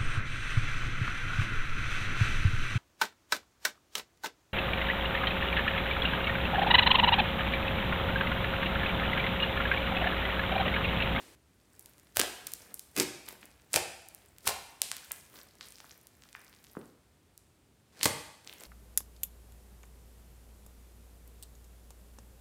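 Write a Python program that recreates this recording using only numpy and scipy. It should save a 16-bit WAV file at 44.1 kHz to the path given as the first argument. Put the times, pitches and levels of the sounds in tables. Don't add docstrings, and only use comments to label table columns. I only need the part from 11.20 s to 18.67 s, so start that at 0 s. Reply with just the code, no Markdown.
import sys
import numpy as np
from scipy import signal
from scipy.fft import rfft, irfft, next_fast_len
from scipy.io import wavfile

SR = 44100
rng = np.random.default_rng(int(sys.argv[2]) if len(sys.argv) > 2 else 0)


def transcribe(signal):
    frames = np.atleast_2d(signal).T
    limited = np.clip(frames, -1, 1)
    pcm = np.round(limited * 32767).astype(np.int16)
    wavfile.write(sys.argv[1], SR, pcm)


N = 329416
TIME = np.arange(N) / SR

# pitch_hz, density_db (per Hz)
EARLIER_SPECTRUM = [(30, -14), (100, -13), (330, 1.5), (900, -12), (2000, -9), (8000, -14.5), (16000, -23)]
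# pitch_hz, density_db (per Hz)
AIR_SPECTRUM = [(20, -27), (35, -16), (55, 3.5), (130, -4), (200, -7), (350, -10), (500, -15.5),
                (1000, -21.5), (3000, -24.5), (8000, -28.5), (16000, -36.5)]
# start_s, hold_s, crackle_db, squish_db
STROKES = [(0.536, 0.18, -65.5, -75.5), (1.24, 0.28, -62, -60), (2.086, 0.016, -49.5, -52),
           (2.232, 0.026, -60, -59.5), (2.87, 0.19, -74, -71.5), (3.64, 0.34, -58, -66),
           (4.148, 0.043, -50.5, -55.5), (4.461, 0.29, -59.5, -71), (5.018, 0.67, -65.5, -81),
           (7.27, 0.26, -56.5, -57.5)]
# pitch_hz, size_db
FIZZ_BUBBLES = [(800, -1.5), (2500, -6.5), (5000, 7.5), (9000, -0.5), (12000, 6), (14500, -11)]
# pitch_hz, size_db
SQUELCH_BUBBLES = [(350, 4), (800, 0), (1500, 3), (2600, -11)]
# pitch_hz, density_db (per Hz)
FOAM_SPECTRUM = [(200, -19.5), (700, -12.5), (2500, 1), (5000, 9), (9000, 4.5), (13000, 9.5), (16000, 10.5)]
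# pitch_hz, density_db (per Hz)
SQUISH_SPECTRUM = [(40, -19), (150, -3), (400, -0.5), (1000, -10), (2200, -7), (4000, -18), (10000, -36)]
# start_s, level_db (over 1 ms), low_edge_hz, high_edge_hz
POCKET_BURSTS = [(.5947, -38, 9200, 13300), (.6594, -39.5, 2750, 15600), (.7818, -50, 660, 13500),
                 (.7977, -51, 1210, 12900), (.961, -33, 890, 13700), (.9702, -13.5, 603, 16900),
                 (.9947, -16.5, 660, 11000), (.9982, -11.5, 1030, 16200), (1.006, -22, 2960, 4100),
                 (1.015, -15, 910, 9040), (1.0344, -27, 900, 10200), (1.2693, -26, 4040, 16750),
                 (1.272, -30.5, 1497, 16500), (1.3193, -35.5, 4460, 15900), (1.3365, -24, 4630, 15900),
                 (1.543, -27.5, 10100, 13000), (1.5945, -30.5, 3830, 16500), (1.7651, -25, 990, 11600),
                 (1.7763, -32, 490, 8600), (1.7995, -13.5, 3900, 8500), (1.803, -19, 487, 12300),
                 (2.23, -40, 1370, 3000), (2.2557, -42.5, 6600, 16300), (2.5323, -22, 7450, 10100),
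                 (2.5385, -27, 990, 8950), (2.5415, -15, 1070, 11000), (2.5607, -11.5, 1180, 10500),
                 (2.575, -27, 1960, 2960), (2.8867, -37.5, 6000, 16800), (2.9481, -36, 7600, 16500),
                 (3.1843, -41.5, 1800, 16500), (3.2735, -17.5, 660, 16600), (3.2763, -13.5, 1510, 11600),
                 (3.6182, -13, 2960, 12000), (3.7158, -21, 1010, 9600), (3.767, -31.5, 1480, 16500),
                 (3.9102, -35, 490, 2720), (3.913, -34, 1350, 3340), (3.9184, -22, 7240, 16500),
                 (4.189, -43.5, 600, 6500), (4.4102, -34, 1100, 5500), (4.4855, -42, 7360, 9500),
                 (4.603, -39, 730, 6700), (4.6442, -43, 1100, 1540), (4.8705, -42, 3570, 16500),
                 (5.0363, -45, 1480, 7150), (5.129, -43, 1480, 9900), (5.1507, -32, 1250, 2450),
                 (5.4416, -46, 1970, 14500), (5.5526, -42, 985, 1340), (5.5691, -34.5, 1000, 1366),
                 (6.1777, -41.5, 4900, 13670), (6.8123, -28.5, 2360, 3420), (6.8316, -15.5, 1930, 10000),
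                 (6.846, -31, 8140, 10600), (6.8572, -13, 400, 10000), (6.8594, -18, 400, 2130),
                 (7.2748, -33.5, 2980, 6340), (7.2956, -35.5, 2770, 3640), (7.328, -38, 3050, 3970),
                 (7.4365, -36.5, 600, 12200)]
# delay_s, level_db
WALL_ECHOES = [(.0045, -20.5), (.0065, -17.5), (0.0099, -18), (0.0119, -20)]
# pitch_hz, decay_s
ROOM_DECAY = [(100, 0.74), (260, 0.42), (700, 0.76), (1840, 0.76), (4850, 0.73), (9000, 0.67),
              (15000, 0.72)]
# pitch_hz, gain_db
ROOM_COLOUR = [(60, -2), (200, 0.5), (400, -1.5), (750, 0.5), (1200, -3), (2500, -1.5), (5000, -5),
               (8500, -6), (12000, -8.5), (16000, -14.5)]
# pitch_hz, level_db
STANDING_WAVES = [(300, -61), (358, -57.5), (491, -62), (689, -67.5), (733, -61.5), (1031, -68.5)]
# full_strength_s, rise_s, hold_s, foam_db, body_db, high_edge_hz (foam only), hollow_pitch_hz
PEELS = [(0.964, 0.013, 0.037, -35, -48, 15500, 1540), (1.776, 0.02, 0.044, -30, -35.5, 12400, 2470),
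         (2.557, 0.026, 0.0047, -24.5, -34.5, 11700, 2470), (3.275, 0.029, 0.018, -28, -39.5, 11500, 1320),
         (4.411, 0.014, 0.058, -45, -64.5, 5300, 4100), (6.807, 0.086, 0.018, -44, -51.5, 7600, 4350),
         (6.835, 0.0061, 0.03, -24.5, -41, 10800, 1030)]
# pitch_multiple (of the hollow's pitch), added_db
HOLLOW_MODES = [(1, -1), (1.98, -6), (3.1, -13)]
# start_s, peak_db, pitch_hz (near the peak), cycles_to_peak
PLOPS = [(.9695, -24, 685, 0.58), (.996, -23, 460, 0.78), (1.000, -27.5, 320, 1), (1.035, -29, 640, 0.89),
         (1.777, -30, 314, 1.4), (1.794, -28, 380, 2), (1.807, -28.5, 345, 1.14), (2.541, -27.5, 580, 1),
         (2.566, -20.5, 536, .8), (2.573, -22, 780, 1.2), (3.271, -21.5, 946, 0.68),
         (3.2925, -23.5, 830, 0.92), (3.311, -27, 700, .6), (3.618, -35, 674, 0.6),
         (5.5683, -34, 430, 0.88), (6.856, -16.5, 930, 0.86), (6.857, -26, 283, 0.82),
         (6.862, -22, 478, 0.85)]
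# start_s, peak_db, pitch_hz (near the peak)
THUDS = [(0.973, -38, 76), (1.796, -39, 100), (2.554, -33.5, 88), (3.27, -36, 72), (5.57, -30.5, 220),
         (6.855, -25, 131)]
# pitch_hz, gain_db
MICROPHONE = [(20, -17), (45, -5), (100, -2), (1000, -0.5), (3200, -1.5), (4800, -2), (6500, -2),
              (8700, 1.5), (11000, -0.5), (13500, 0), (15000, 2), (16500, -9.5)]

AIR_DB = -64
STROKE_ATTACK_S, STROKE_RELEASE_S = 0.05, 0.077
CONTACT_S, SHEET_THIN_S = 0.55, 5.54
REST_CRACKLE_DB, REST_SQUISH_DB = -69, -70.5
REST_ATTACK_S, REST_RELEASE_S = 0.33, 0.42
HOLLOW_LEAD_S, HOLLOW_OPEN_S = 0.025, 0.082
PEEL_RELEASE_S = 0.045
THUD_CYCLES = 0.54
TOP_HZ = 16300


def amp(db):
    return 10 ** (np.asarray(db) / 20)


def unit(x):
    return x / np.sqrt(np.mean(x ** 2) + 1e-20)


def along(points, hz):
    point_hz, values = np.transpose(points)
    return np.interp(np.log(hz + 1), np.log(point_hz + 1), values)


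def filtered(x, gain):
    size = next_fast_len(len(x) + 8192)
    hz = np.fft.rfftfreq(size, 1 / SR)
    return irfft(rfft(x, size) * gain(hz), size)[:len(x)]


def coloured(x, spectrum):
    return filtered(x, lambda hz: amp(along(spectrum, hz)))


def add(track, start_s, sound):
    start = max(round(start_s * SR), 0)
    track[start:start + len(sound)] += sound[:max(N - start, 0)]


def earlier_tail(db=-53, fade_db_per_s=45, cut_s=0.152):
    ringing = unit(coloured(rng.standard_normal(N), EARLIER_SPECTRUM))
    return amp(db - fade_db_per_s * TIME) * (TIME < cut_s) * ringing


def air():
    return amp(AIR_DB) * unit(coloured(rng.standard_normal(N), AIR_SPECTRUM))


def swell(full_s, attack_s, hold_s, release_s):
    before = (full_s - TIME) / attack_s
    after = (TIME - full_s - hold_s) / release_s
    return np.exp(-np.log(10) * np.clip(np.maximum(before, after), 0, 10))


def effort():
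    rest = swell(CONTACT_S, REST_ATTACK_S, SHEET_THIN_S - CONTACT_S, REST_RELEASE_S)
    power = np.outer(amp([REST_CRACKLE_DB, REST_SQUISH_DB]), rest) ** 2
    for start_s, hold_s, crackle_db, squish_db in STROKES:
        stroke = swell(start_s, STROKE_ATTACK_S, hold_s, STROKE_RELEASE_S)
        power += np.outer(amp([crackle_db, squish_db]), stroke) ** 2
    return np.sqrt(power)


def bubbles(spectrum, rate, spread_db, ring_s):
    count = int(rate * N / SR)
    place, pitch, strength, life = rng.random((count, 4)).T
    lowest_hz, highest_hz = spectrum[0][0], spectrum[-1][0]
    hz = lowest_hz + (highest_hz - lowest_hz) * pitch
    t = np.arange(300) / SR
    age = t / (ring_s * (0.5 + life))[:, None]
    size = amp(-spread_db * np.log(np.maximum(strength, 0.02)) + along(spectrum, hz))
    envelope = size[:, None] * age * np.exp(-age) * (1 - t / t[-1])
    rings = envelope * np.sin(2 * np.pi * hz[:, None] * t)
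    positions = (place * N).astype(int)[:, None] + np.arange(len(t))
    return unit(np.bincount(positions.ravel(), rings.ravel(), N)[:N])


def grains(spectrum, rate, spread_db):
    size_db = spread_db * np.clip(rng.standard_normal(N), -2, 2)
    sizes = amp(size_db) * rng.choice([-1, 1], N)
    ruptures = sizes * (rng.random(N) < rate / SR)
    return unit(coloured(ruptures, spectrum))


def kneading(crackle, squish, crackle_db=-2, squish_db=-3, fizz_db=-2, hiss_db=-4, squelch_db=-4, clump_db=1.0):
    clump_times = np.linspace(0, N / SR, 300)
    clumps = amp(clump_db * np.interp(TIME, clump_times, rng.standard_normal(300)))
    small = bubbles(FIZZ_BUBBLES, rate=450, spread_db=5, ring_s=0.00014)
    large = bubbles(SQUELCH_BUBBLES, rate=130, spread_db=4, ring_s=0.0007)
    hiss = grains(FOAM_SPECTRUM, rate=11000, spread_db=1)
    fine = amp(fizz_db) * clumps * small + amp(hiss_db) * hiss
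    soft = amp(squelch_db) * large + grains(SQUISH_SPECTRUM, rate=770, spread_db=5.5)
    return amp(crackle_db) * crackle * fine + amp(squish_db) * squish * soft


def small_pockets(gain, rate=12, over_db=13, scatter_db=3, lowest_hz=1000, highest_hz=8000, band_ratio=4.3):
    count = int(rate * N / SR)
    place, size, strength = rng.random((count, 3)).T
    gain_db = 20 * np.log10(gain[(place * N).astype(int)] + 1e-9)
    db = gain_db + over_db + scatter_db * (2 * strength - 1)
    low_hz = lowest_hz * (highest_hz / lowest_hz) ** size
    return np.transpose([place * N / SR, db, low_hz, low_hz * band_ratio])


def snaps(rows, rise_s=0.00008, fall_s=0.00056, skirt_db=-22):
    out, lead = np.zeros(N), 64
    t = (np.arange(512) - lead) / SR
    envelope = np.exp(-np.maximum(-t / rise_s, t / fall_s))
    hz = np.fft.rfftfreq(len(t), 1 / SR) + 1
    noises = rng.standard_normal((len(rows), len(t)))
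    for (start_s, db, low_hz, high_hz), noise in zip(rows, noises):
        tear = rfft(noise * envelope)
        above = 1 / np.sqrt(1 + (low_hz / hz) ** 6) + amp(skirt_db) * hz / (hz + 700)
        below = 1 / np.sqrt(1 + (hz / high_hz) ** 10)
        burst = irfft(tear / abs(tear) * above * below)
        burst *= np.sqrt(SR / 1000 / np.sum(burst ** 2))
        add(out, start_s - lead / SR, amp(db) * burst)
    return out


def room_tail(gap_s=0.0095, build_s=0.00056, early_db=3, early_s=0.033):
    hz, t, spectrum = signal.stft(rng.standard_normal(SR), SR, nperseg=256)
    decay = amp(-60 * t / along(ROOM_DECAY, hz)[:, None])
    tail = signal.istft(spectrum * decay, SR, nperseg=256)[1]
    age = np.maximum(np.arange(len(tail)) / SR - gap_s, 0)
    tail = tail * (1 - np.exp(-age / build_s)) * amp(early_db * np.exp(-age / early_s))
    tail = coloured(tail / np.linalg.norm(tail), ROOM_COLOUR)
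    for mode_hz, db in STANDING_WAVES:
        fade = amp(db - 60 * age / along(ROOM_DECAY, mode_hz))
        tail += fade * np.sin(2 * np.pi * mode_hz * age)
    return tail


def room(x, tail_db=-3, wall_hz=2500):
    out, size = np.zeros(N), SR * 3 // 4
    for start in range(0, N, size):
        reverberation = signal.fftconvolve(x[start:start + size], room_tail())
        add(out, start / SR, amp(tail_db) * reverberation)
    dull = signal.lfilter(*signal.butter(1, wall_hz, fs=SR), x)
    for delay_s, db in WALL_ECHOES:
        add(out, delay_s, amp(db) * dull)
    return out


def hollows(x, sharpness=7):
    out = x.copy()
    for full_s, *_, pitch_hz in PEELS:
        start_s = full_s - HOLLOW_LEAD_S
        inside = x[round(start_s * SR):round((start_s + HOLLOW_OPEN_S) * SR)]
        inside = np.pad(inside, (0, SR // 20))
        for multiple, db in HOLLOW_MODES:
            resonance = signal.iirpeak(multiple * pitch_hz, sharpness, fs=SR)
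            add(out, start_s, amp(db) * signal.lfilter(*resonance, inside))
    return out


def peeling():
    out = np.zeros(N)
    foam = grains(FOAM_SPECTRUM, rate=2500, spread_db=8.5)
    squelch = bubbles(SQUELCH_BUBBLES, rate=370, spread_db=4.5, ring_s=0.0021)
    body = unit(grains(SQUISH_SPECTRUM, rate=1300, spread_db=6.5) + amp(-7.5) * squelch)
    for full_s, rise_s, hold_s, foam_db, body_db, high_hz, _ in PEELS:
        tear = signal.lfilter(*signal.butter(2, high_hz, fs=SR), foam)
        envelope = swell(full_s, rise_s, hold_s, PEEL_RELEASE_S)
        out += envelope * (amp(foam_db) * tear + amp(body_db) * body)
    return out


def cavities(rows, glide):
    out, t = np.zeros(N), np.arange(SR // 8) / SR
    for start_s, db, hz, cycles in rows:
        age = t * hz / cycles
        gliding_hz = hz * (1 + glide * (np.tanh(age / 2) - 0.5))
        phase = 2 * np.pi * np.cumsum(gliding_hz) / SR
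        add(out, start_s, amp(db) * age ** 2 * np.exp(2 - 2 * age) * np.sin(phase))
    return out


def plops():
    return cavities(PLOPS, glide=0.041)


def thuds():
    return cavities([(*row, THUD_CYCLES) for row in THUDS], glide=-0.23)


def scene():
    crackle, squish = effort()
    bursts = amp(-1.8) * snaps(POCKET_BURSTS) + amp(-1.0) * peeling()
    foam = kneading(crackle, squish) + snaps(small_pockets(crackle))
    slime = hollows(bursts + foam) + plops() + thuds()
    return (slime + room(slime) + earlier_tail() + air())[None]


def record(dry):
    def response(hz):
        return amp(along(MICROPHONE, hz)) / np.sqrt(1 + (hz / TOP_HZ) ** 160)
    return np.array([filtered(x, response) for x in dry])


dry = scene()
out = record(dry)
transcribe(out)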